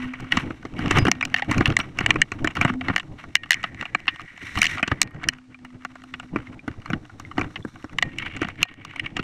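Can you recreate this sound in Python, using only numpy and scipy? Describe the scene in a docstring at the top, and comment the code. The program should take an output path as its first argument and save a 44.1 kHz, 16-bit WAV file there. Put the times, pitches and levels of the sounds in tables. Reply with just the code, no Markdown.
"""Wading down a riverbank, camera on chest

An angler in rubber waders climbs down with a fish in hand, the microphone in a camera strapped to the chest.
Closest are clicks of hard gear and padded bumps of clothing: short contacts that ring the case's resonances.
Firm blows add decaying metal tones, jolts a low sway; the waders rub in strokes of stick-slip noise.
Further off, the fish drips into the river as short rising tones, a wavering low hum comes and goes,
and quiet shaped noise stands for the open air."""
import sys
import numpy as np
from scipy import signal
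from scipy.fft import rfft, irfft, next_fast_len
from scipy.io import wavfile
from scipy.ndimage import uniform_filter1d, map_coordinates

SR = 44100
rng = np.random.default_rng(int(sys.argv[2]) if len(sys.argv) > 2 else 0)


def waveform_to_disk(signal):
    """Save audio, clipped to [-1, 1], as 16-bit WAV at the path in sys.argv[1]."""
    frames = np.transpose(np.atleast_2d(signal))
    scaled = np.clip(frames, -1, 1) * 32767
    samples = np.round(scaled).astype(np.int16)
    wavfile.write(sys.argv[1], SR, samples)


N = 407043  # length in samples

# Spectrum of the open air by the river: pitch_hz, level_db (per Hz, relative)
AIR_SPECTRUM = [(15, -34), (25, -15.5), (108, -10.5), (200, -25), (256, -33.5), (463, -31), (2000, -28.5),
                (5000, -34), (8360, -39), (16000, -71)]
# Swells of the low hum: start_s, length_s, level_db
HUM_SWELLS = [(0, .11, -31), (0.21, 0.29, -41.5), (0.83, 0.76, -43.5), (2.67, 0.11, -30.5),
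              (5.257, 1.32, -48.5)]
HUM_HZ, HUM_ATTACK_S, HUM_RELEASE_S = 254, 0.051, 0.042
# Water dripping off the fish: start_s, pitch_hz (at the start), level_db
DRIPS = [(5.545, 2360, -32.5), (6.14, 2520, -30), (6.471, 2100, -31.5), (6.593, 2370, -32.5),
         (7.25, 2080, -29.5), (7.432, 3600, -43), (7.561, 2040, -24.5), (7.626, 3440, -41)]

# Strokes of rubber and cloth: start_s, length_s, rasp_db (before a trim), rumble_db (relative to the rasp)
STROKES = [(0, 0.055, -36.5, -5), (0.326, 0.08, -30, -9), (0.768, 0.11, -35, 9.5), (0.912, 0.074, -27, 7.5),
           (0.99, 0.062, -38.5, 11.5), (1.377, 0.012, -34, -19), (1.495, 0.21, -32.5, 2.5),
           (1.798, 0.013, -29, -10.5), (1.997, 0.17, -36.5, 5.5), (2.093, 0.0095, -28, 3),
           (2.464, 0.048, -39.5, 9), (2.562, 0.14, -32.5, 4), (2.85, 0.086, -40, 13.5),
           (3.55, 0.12, -34.5, -20), (3.802, 0.016, -32, -10), (4.081, 0.47, -45.5, -21.5),
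           (4.429, .33, -32.5, -6), (4.568, 0.15, -32, -7.5), (4.89, 0.13, -43.5, 4.5),
           (5.212, 0.13, -44, 5.5), (6.336, 0.069, -43, 6), (6.887, 0.066, -45, 10), (7.384, 0.076, -40, 6),
           (8.203, .05, -35.5, 4.5), (8.26, 0.099, -34.5, -0.5), (8.408, 0.073, -38, 1.5),
           (8.59, 0.29, -39.5, 0.5), (8.903, 0.4, -49, 5.5)]
ATTACK_S, RELEASE_S = 0.018, 0.023  # a stroke takes hold, then dies away
HISS_GROWS = 0.15  # extra dB of hiss for each dB of a stroke above the usual
USUAL_STROKE_DB = -37
# Clothing that never quite rests: time_s, rasp_db, rumble_db, hiss_db (rasp and hiss before their trims)
STIR = [(0, -47, -39.5, -65.5), (.45, -42.5, -37.5, -53), (.6, -53, -36, -59), (1.2, -48.5, -36, -59),
        (2.7, -51, -37, -57), (3.3, -54, -39.5, -58.5), (3.7, -46, -43.5, -62), (4.4, -51, -48.5, -62),
        (5.15, -46.5, -35.5, -72.5), (5.45, -65.5, -55, -78), (6.1, -53, -47.5, -57.5),
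        (6.6, -53, -42.5, -62.5), (7.7, -55.5, -45, -54), (8.1, -50, -39.5, -62), (8.75, -47.5, -43, -62),
        (9.2, -52.5, -34.5, -65)]
# Place being rubbed: time_s, favoured_hz, sharpness_db (per octave), jerkiness_db (per unit of wobble),
# hiss_db (relative to the rasp, before the trims)
RUBBED_PLACE = [(0, 2360, 2.5, 3, -12), (3.2, 2280, -2, 5, -19.5), (3.55, 1850, 24, 2, -19),
                (4.7, 2040, 19, 3.5, -7), (5.4, 1300, 2.5, 5, -25), (7.85, 1213, 6, 3, -17),
                (8.15, 2430, 11.5, 5, -24), (9.2, 2300, 10, 6.5, -19)]
# Case resonances under rubbing: pitch_hz, width_hz (doubled in rasp()), level_db (before width and place weigh in)
RUBBED_MODES = [(700, 120, -10.5), (1226, 340, -2), (1550, 240, -7), (1929, 160, -1.5), (2240, 110, -0.5),
                (2780, 326, -5), (4120, 100, -36)]
# Spectra of the strap's rumble and the rubbing hiss: pitch_hz, level_db (per Hz, relative)
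RUMBLE_SPECTRUM = [(20, -0.5), (45, -11.5), (90, 1.5), (150, -1), (210, -6.5), (310, -2), (380, -14.5),
                   (550, -19), (800, -20), (1200, -32), (3000, -98)]
HISS_SPECTRUM = [(2500, -36), (3600, 5), (4200, 1.5), (4600, -12.5), (5200, -4.5), (5700, 1.5), (6600, -7),
                 (8200, -9), (10000, -13.5), (13000, -19), (15000, -19.5)]

# Dull jolts of the body: start_s, pitch_hz, level_db
THUDS = [(1.025, 113, -7), (1.683, 112, -11), (2.039, 110, -17), (4.566, 78.4, -16.5)]
# Blows that ring the metal part: start_s, level_db
METAL_BLOWS = [(1.115, -42), (1.342, -46), (1.658, -45), (3.35, -35), (3.507, -30.5), (4.083, -36),
               (5.014, -36.5), (8.022, -37), (8.629, -28)]
# Tones of the metal part: pitch_hz, level_db (relative to the blow), t60_s
METAL_TONES = [(1860, 0.5, 0.38), (2400, -4.5, 0.2), (2780, -23, .2)]
# Loose gear that rings briefly: start_s, pitch_hz, level_db, t60_s
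TINKLES = [(.99, 4970, -32, 0.15), (1.226, 5000, -39, 0.075), (1.424, 807, -19, 0.043),
           (1.812, 5770, -34, 0.038)]

# Resonances of the camera's mount, then of the case's walls, shell and stiff edges:
# pitch_hz, width_hz, level_db (within each group, before random variation)
MOUNT_MODES = [(112, 72, 0), (192, 73, 3.5), (295, 119, 3.5)]
WALL_MODES = [(721, 100, -2), (1170, 197, 1), (1477, 170, 3)]
SHELL_MODES = [(1882, 218, 8), (2310, 237, 4), (2817, 354, 5), (2990, 280, -1.5)]
EDGE_MODES = [(3910, 280, -2.5), (4157, 99, 5), (5045, 420, -7.5), (5274, 340, -0.5), (5670, 1350, 0.5),
              (7830, 1190, -4), (8250, 790, -6), (9680, 680, -21.5), (11900, 4500, -24.5)]
SOFT_CRACK_DB, HARD_CRACK_DB = -32, 1.5  # crack of the edges at hardness 0 and 1, relative to the shell

# Padded blows of clothing and straps: start_s, level_db, hardness (0-1), thump_db (relative to the shell)
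BUMPS = [(0.37, -20, 0.57, 1.5), (0.5049, -38.5, 0.36, 12.5), (0.6514, -38.5, 0.57, 8),
         (0.7898, -37.5, 0.64, 14.5), (0.9089, -20, 0.64, 0.5), (0.97, -21, 0.5, 3), (.984, -20, 0.64, -13),
         (1.0517, -25, 0.5, 7), (1.0674, -25.5, 0.47, 8), (1.0811, -22, .45, 6), (1.5118, -22, 0.6, -0.5),
         (1.5797, -27, 0.7, -0.5), (1.6063, -23, 0.36, 8.5), (1.789, -31, 0.8, 6),
         (1.9872, -20.5, 0.5, -9.5), (2.0085, -27.5, 0.3, 3), (2.157, -26, .25, 4.5),
         (2.3177, -27.5, .55, -3), (2.4448, -23.5, .55, 4), (2.6124, -16.5, 0.41, -7),
         (2.6477, -20.5, 0.4, 6), (2.6994, -34, 0.2, 11.5), (2.8835, -21.5, .25, -5), (2.8976, -29, 0, 11),
         (4.587, -31.5, 0.89, 2.5), (4.8279, -16.5, .25, -8.5), (4.8764, -27, 0.62, -2),
         (4.915, -22.5, 0.2, 5.5), (6.3595, -29, 0.2, 9.5), (6.6782, -35, 0.46, 11.5),
         (6.9017, -34, 0.53, 9), (6.9319, -27.5, 0.26, 8), (7.38, -25, 0.28, 6), (7.3935, -37, 0.66, 14.5),
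         (7.4117, -25.5, 0.36, -1), (7.649, -45, 0.52, 19.5), (7.8424, -45, 0.64, 15),
         (8.4168, -29.5, 0.55, 9), (8.446, -31.5, 0.3, 1), (9.1664, -25, 0.5, -9),
         (9.1935, -30.5, 0.46, 5.5)]
PAD_CONTACT_S = 0.0043  # decay time of a padded contact
PAD_KNOCK_DB, KNOCK_PER_THUMP = -1.5, 0.56  # heavier blows knock the wall more

# Hard gear on the case: start_s, level_db, hardness (0-1), knock_db (wall, relative to the shell)
CLICKS = [(.135, -32, 0.26, -6), (.204, -52.5, 1, 1), (.322, -14.5, 0.32, -12), (1.1151, -17.5, 0.91, -8.5),
          (1.2094, -24.5, 0.44, -6.5), (1.2264, -19, 0.14, -10), (1.252, -28, 0.79, -12),
          (1.421, -22.5, 0.17, -21), (1.6572, -15.5, 0.43, -16), (1.6757, -31, .6, -11.5),
          (1.7671, -13, 0.59, -17), (1.8, -25, 0.4, -9), (2.0615, -15, 0.47, -13.5),
          (2.1057, -9, 0.44, -12.5), (2.217, -9, 0.54, -37), (2.473, -20.5, 0.39, -6),
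          (2.81, -29.5, 0.28, -4), (3.239, -43, .3, 3), (3.4334, -30, 0.25, -8),
          (3.6394, -21.5, 0.27, -2.5), (3.825, -34, .4, 3), (3.8533, -30.5, 0.28, -7),
          (3.9478, -18, 0.39, -2), (4.0798, -14.5, 0.01, -10.5), (4.781, -29, 0.32, -4),
          (4.7936, -36.5, 0.3, 8), (5.239, -28.5, 0.39, -30), (5.287, -16, 0.82, -27),
          (5.6477, -42, 0.52, -1.5), (5.849, -33.5, 0.58, 5), (5.9548, -45.5, 0.55, 5),
          (6.0374, -50.5, 0.73, 6.5), (6.1384, -31.5, .3, -3), (6.198, -38, 0.59, 2.5),
          (6.858, -40.5, 0.68, 5), (7.1979, -47.5, 1, 9), (7.3126, -43.5, 0.38, 8),
          (7.558, -30.5, 0.2, -6.5), (7.9848, -19, 0.44, -11), (8.025, -15, 0.46, -11),
          (8.1846, -26, 0.55, -24), (8.365, -32.5, 0.53, -8), (8.6297, -0.5, 0.55, -14.5),
          (8.8495, -34.5, 0.76, 2.5), (8.9598, -31, 0.38, -7.5), (8.995, -21.5, 0.28, -20)]
# Gear that catches and skips in a quick run: start_s, level_db, hardness (0-1), knock_db (relative to the shell),
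# gap_s, loss_db (at the first skip), contacts (count)
SKIPS = [(1.342, -14.5, 0.32, -12.5, .021, 9.5, 3), (2.9617, -16, 0.45, -8, 0.018, 9.5, 3),
         (3.3538, -7.5, 0.54, -22.5, .011, 17.5, 2), (3.5071, -6.5, 0.64, -21, .0117, 7, 4),
         (4.6169, -10, 0.61, -23, .0125, 4.5, 5), (5.0165, -10.5, 1, -11, 0.013, 16.5, 2)]
SOFT_CONTACT_S, HARD_CONTACT_S = 0.0075, 0.00078  # decay time of a usual click at hardness 0 and 1
SHORTER_PER_DB = 0.035  # exponential rate: each dB above the usual click shortens its contact
USUAL_CLICK_DB = -23.5

# Treble roll-off of the recorder: pitch_hz, level_db
TREBLE_ROLLOFF = [(8000, 0), (12000, -2), (14500, -8.5), (15300, -18)]
TOP_HZ = 15300  # nothing passes from here up
DUCK_ABOVE_DB, RECOVER_DB_PER_S = -5, 34.5  # the camera's gain control


def amp(db):
    """Amplitude factor for a level in dB."""
    return 10 ** (np.asarray(db) / 20)


def unit(x):
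    """x scaled to rms 1."""
    return x / np.sqrt(np.mean(x ** 2) + 1e-20)


def curves(rows):
    """One value per sample for each column after the time."""
    s, *cols = np.transpose(rows)
    return [np.interp(np.arange(N) / SR, s, c) for c in cols]


def wobble(rate):
    """A smooth random curve, rate knots a second."""
    knots = rng.standard_normal(int(N * rate / SR) + 4)
    return map_coordinates(knots, [np.arange(N) * rate / SR])


def filtered(x, response):
    """x filtered by a response given as a function of frequency."""
    m = next_fast_len(len(x) + 2048)
    return irfft(rfft(x, m) * response(np.fft.rfftfreq(m, 1 / SR)), m)[:len(x)]


def coloured(x, points):
    """x shaped by a (Hz, dB) spectrum, at rms 1."""
    f, db = np.transpose(points)
    return unit(filtered(x, lambda hz: amp(np.interp(np.log(hz + 1), np.log(f), db))))


def swell(start, length, attack_s, release_s):
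    """Envelope that rises before its start, holds for its length and dies away."""
    t = np.arange(N) / SR - start
    return np.clip(1 + t / attack_s, 0, 1) * np.exp(-np.clip((t - length) / release_s, 0, 20))


def add(track, s, sound):
    """Mix a sound in at time s."""
    part = track[max(round(s * SR), 0):][:len(sound)]
    part += sound[:len(part)]


def place(times, db, sounds):
    """Lay each row of sounds on one track at its time and level."""
    track = np.zeros(N)
    for s, sound in zip(times, amp(db)[:, None] * sounds):
        add(track, s, sound)
    return track


def mode(f, hz, width):
    """Causal response of one resonance."""
    return 1j * f * width / (hz * hz - f * f + 1j * f * width)


def resonate(force, modes, low_hz, high_hz, vary_db, tilt=0):
    """Each row of force rings the modes at new strengths, tilted in dB per octave; scaled to rms 1 over 10 ms."""
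    size = force.shape[1]
    f = np.fft.rfftfreq(size, 1 / SR)
    # neighbouring modes alternate in sign
    shapes = np.array([(-1) ** k * amp(db) * mode(f, hz, width) for k, (hz, width, db) in enumerate(modes)])
    octaves = np.log2(np.transpose(modes)[0])
    strengths = vary_db * rng.standard_normal((len(force), len(modes))) + np.outer(tilt, octaves)
    ringing = irfft(rfft(force) * (amp(strengths) @ shapes), size)
    band = signal.butter(2, [low_hz, min(high_hz, SR / 2 - 1)], "bandpass", fs=SR, output="sos")
    out = signal.sosfilt(band, ringing)
    return out / np.linalg.norm(out, axis=1, keepdims=True) * np.sqrt(SR / 100)


def contacts(lengths, scrape, chatter_db, chatter_s):
    """Force of each contact: a snap, a gritty scrape of its own length, then faint chatter."""
    t = np.arange(4096) / SR
    noise = rng.standard_normal((len(lengths), len(t)))
    grit = noise * np.abs(noise)
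    scrape_decay = np.exp(-t / np.maximum(lengths, 1e-4)[:, None])
    chatter_decay = amp(chatter_db) * np.exp(-t / chatter_s)
    force = scrape * grit * (scrape_decay + chatter_decay)
    force[:, 0] += 1  # the snap
    return force


def crack(hardness):
    """Harder contacts crack more: level of the case's edges in dB."""
    return SOFT_CRACK_DB + (HARD_CRACK_DB - SOFT_CRACK_DB) * hardness


def case(force, knock_db, crack_db):
    """The plastic case answers with its shell, its walls and its stiff edges."""
    # a soft contact has more knock than crack and favours the lower modes
    brightness_db = crack_db - knock_db + 13.0
    shell_tilt = np.minimum(0.52 * brightness_db, 2)
    shell = resonate(force, SHELL_MODES, low_hz=1500, high_hz=3740, vary_db=5.5, tilt=shell_tilt)
    wall = resonate(force, WALL_MODES, low_hz=400, high_hz=1700, vary_db=2.5)
    # only the start of a contact is sharp enough to crack
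    first_bite = force * np.exp(-np.arange(force.shape[1]) / SR / 0.012)
    edge_tilt = 0.42 * (crack_db + 9.5)
    edge = resonate(first_bite, EDGE_MODES, low_hz=3460, high_hz=13600, vary_db=3.5, tilt=edge_tilt)
    return shell + amp(knock_db)[:, None] * wall + amp(crack_db)[:, None] * edge


def air():
    """Quiet open air by the river: steady noise with a soft, mostly low spectrum."""
    return amp(-64.0) * coloured(rng.standard_normal(N), AIR_SPECTRUM)


def hum():
    """A low hum: one sine that comes in swells and wavers in pitch and strength."""
    level = sum(amp(db) * swell(s, length, HUM_ATTACK_S, HUM_RELEASE_S) for s, length, db in HUM_SWELLS)
    phase = 2 * np.pi * np.cumsum(HUM_HZ + 1.81 * wobble(10)) / SR
    return level * amp(2.0 * wobble(9.2)) * np.sqrt(2) * np.sin(phase)


def drips():
    """Each drop traps a bubble whose pitch rises as it dies."""
    track, t = np.zeros(N), np.arange(SR // 10) / SR
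    for s, hz, db in DRIPS:
        envelope = amp(db - 60 * t / 0.03) * (1 - np.exp(-t / 0.000094))
        add(track, s, envelope * np.sin(2 * np.pi * hz * t * (1 + 0.67 * t)))
    return track


def sliding():
    """Strengths of rasp, rumble and hiss: strokes on an unbroken stir whose strength drifts; firmer ones hiss more."""
    stir_db, stir_rumble_db, stir_hiss_db = curves(STIR)
    place_hiss_db = curves(RUBBED_PLACE)[-1]
    start, length, db, rumble_db = np.transpose(STROKES)
    power_shapes = np.array([swell(s, held, ATTACK_S, RELEASE_S) for s, held in zip(start, length)]) ** 2

    def strokes(levels_db):
        """Joint amplitude of the strokes, their powers added."""
        return np.sqrt(amp(levels_db) ** 2 @ power_shapes)

    stroke_hiss = amp(place_hiss_db) * strokes(db + HISS_GROWS * (db - USUAL_STROKE_DB))
    rub = np.hypot(amp(stir_db), strokes(db))
    weight = np.hypot(amp(stir_rumble_db), strokes(db + rumble_db))
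    hiss = np.hypot(amp(stir_hiss_db), stroke_hiss)
    return rub, weight, hiss


def friction(jerks):
    """Stick and slip: tiny releases of uneven size over a smooth slide."""
    releases = (rng.random(N) < 500 / SR) * rng.standard_normal(N)  # 500 a second on average
    return jerks * (unit(releases) + 1.3 * rng.standard_normal(N))


def rasp(jerks, favoured_hz, sharpness):
    """Sliding rings each resonance of the case; a place can favour those near one pitch or hold them back."""
    weights, rings = [], []
    for hz, width, db in RUBBED_MODES:
        octaves_away = np.abs(np.log2(hz / favoured_hz))
        weights.append(amp(db - sharpness * octaves_away) * np.sqrt(width))
        rings.append(unit(filtered(friction(jerks), lambda f: mode(f, hz, 2.0 * width) ** 2)))
    weights = np.array(weights)
    return np.sum(weights * np.array(rings), axis=0) / np.linalg.norm(weights, axis=0)


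def waders(rub, weight, hiss):
    """Rubber and cloth slide in jerks, rasping on the case and rumbling through the strap."""
    favoured_hz, sharpness, jerk_db, _ = curves(RUBBED_PLACE)
    jerks = amp(jerk_db * (wobble(45) + 0.87 * wobble(160)))
    rumble = coloured(rng.standard_normal(N) * amp(5.38 * wobble(28)), RUMBLE_SPECTRUM)
    fizz = coloured(friction(np.sqrt(jerks)), HISS_SPECTRUM)
    scraping = rasp(jerks, favoured_hz, sharpness)
    return weight * rumble + amp(-0.5) * rub * scraping + amp(-8.5) * hiss * fizz


def crackle(rub):
    """Small random crackle of the rubbing: short ticks on the case whose level follows the sliding."""
    when, loudness, softness = rng.random((110, 3)).T
    s = when * N / SR
    db = 20 * np.log10(rub[(s * SR).astype(int)]) - 5 + 10 * loudness
    force = contacts(0.0043 * softness, scrape=0.25, chatter_db=-30, chatter_s=0.0038)
    sounds = case(force, knock_db=-11.5 + 20.2 * softness, crack_db=-13 - 2.8 * softness)
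    return place(s, db, sounds)


def thuds():
    """A jolt sways the mount: a low sine that dies within a few cycles."""
    track, t = np.zeros(N), np.arange(SR // 8) / SR
    for s, hz, db in THUDS:
        add(track, s, amp(db - 60 * t / 0.067) * np.sin(2 * np.pi * hz * t))
    return track


def metal():
    """A metal part sings on faintly after firm blows; loose gear adds short rings, all decaying sines."""
    track, t = np.zeros(N), np.arange(SR // 2) / SR
    for s, db in METAL_BLOWS:
        for hz, level, t60 in METAL_TONES:
            add(track, s, amp(db + level - 60 * t / t60) * np.sin(2 * np.pi * hz * t))
    for s, hz, db, t60 in TINKLES:
        add(track, s, amp(db - 60 * t / t60) * np.sin(2 * np.pi * hz * t))
    return track


def bumps():
    """Padded blows of clothing scrape over the case and also shake the whole mount."""
    s, db, hardness, thump_db = np.transpose(BUMPS)
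    lengths = np.full(len(s), PAD_CONTACT_S)
    force = contacts(lengths, scrape=0.66, chatter_db=-23.5, chatter_s=0.0039)
    push = contacts(lengths, scrape=0.041, chatter_db=-8.5, chatter_s=0.0096)
    shake = resonate(push, MOUNT_MODES, low_hz=55.9, high_hz=382, vary_db=5.0)
    knock_db = PAD_KNOCK_DB + KNOCK_PER_THUMP * thump_db
    return place(s, db, case(force, knock_db, crack(hardness)) + amp(thump_db)[:, None] * shake)


def clicks():
    """Hard gear snaps on the case, singly or in fading runs; harder is shorter, and some knock shakes the mount."""
    hits = list(CLICKS)
    for s, db, hardness, knock, gap, loss, count in SKIPS:
        hits += [(s + k * gap, db - loss * np.sqrt(k), hardness, knock) for k in range(round(count))]
    s, db, hardness, knock_db = np.transpose(hits)
    lengths = SOFT_CONTACT_S * (HARD_CONTACT_S / SOFT_CONTACT_S) ** hardness
    lengths = lengths * np.exp(-SHORTER_PER_DB * (db - USUAL_CLICK_DB))
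    force = contacts(lengths, scrape=0.21, chatter_db=-23, chatter_s=0.0058)
    shake = resonate(force, MOUNT_MODES, low_hz=70, high_hz=340, vary_db=2.5)
    sounds = case(force, knock_db, crack(hardness)) + amp(knock_db - 13.5)[:, None] * shake
    return place(s, db, sounds)


def scene():
    """Everything that reaches the chest, from the open air to the gear on the case."""
    rub, weight, hiss = sliding()
    background = air() + hum() + drips()
    rubbing = waders(rub, weight, hiss) + crackle(rub)
    blows = thuds() + metal() + bumps() + clicks()
    return (background + rubbing + blows)[None]


def gain_control(x):
    """The gain drops at once under a loud sound and creeps back at a steady rate in dB."""
    power = np.abs(uniform_filter1d(x ** 2, size=SR // 1000))  # averaged over 1 ms
    level_db = 10 * np.log10(power + 1e-12)
    recovery = RECOVER_DB_PER_S * np.arange(N) / SR
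    # the deepest cut so far, less what has been recovered since
    cut_db = np.maximum.accumulate(np.maximum(level_db - DUCK_ABOVE_DB, 0) + recovery) - recovery
    return x * amp(-cut_db)


def record(dry):
    """The loudest sounds duck the gain and flatten near full scale; the top treble is dulled and cut off."""
    ducked = gain_control(dry[0])
    held = ducked / (1 + np.abs(ducked / 0.98) ** 6) ** (1 / 6)
    rolloff_hz, rolloff_db = np.transpose(TREBLE_ROLLOFF)
    return filtered(held, lambda hz: amp(np.interp(hz, rolloff_hz, rolloff_db)) * (hz < TOP_HZ))[None]


dry = scene()
out = record(dry)
waveform_to_disk(out)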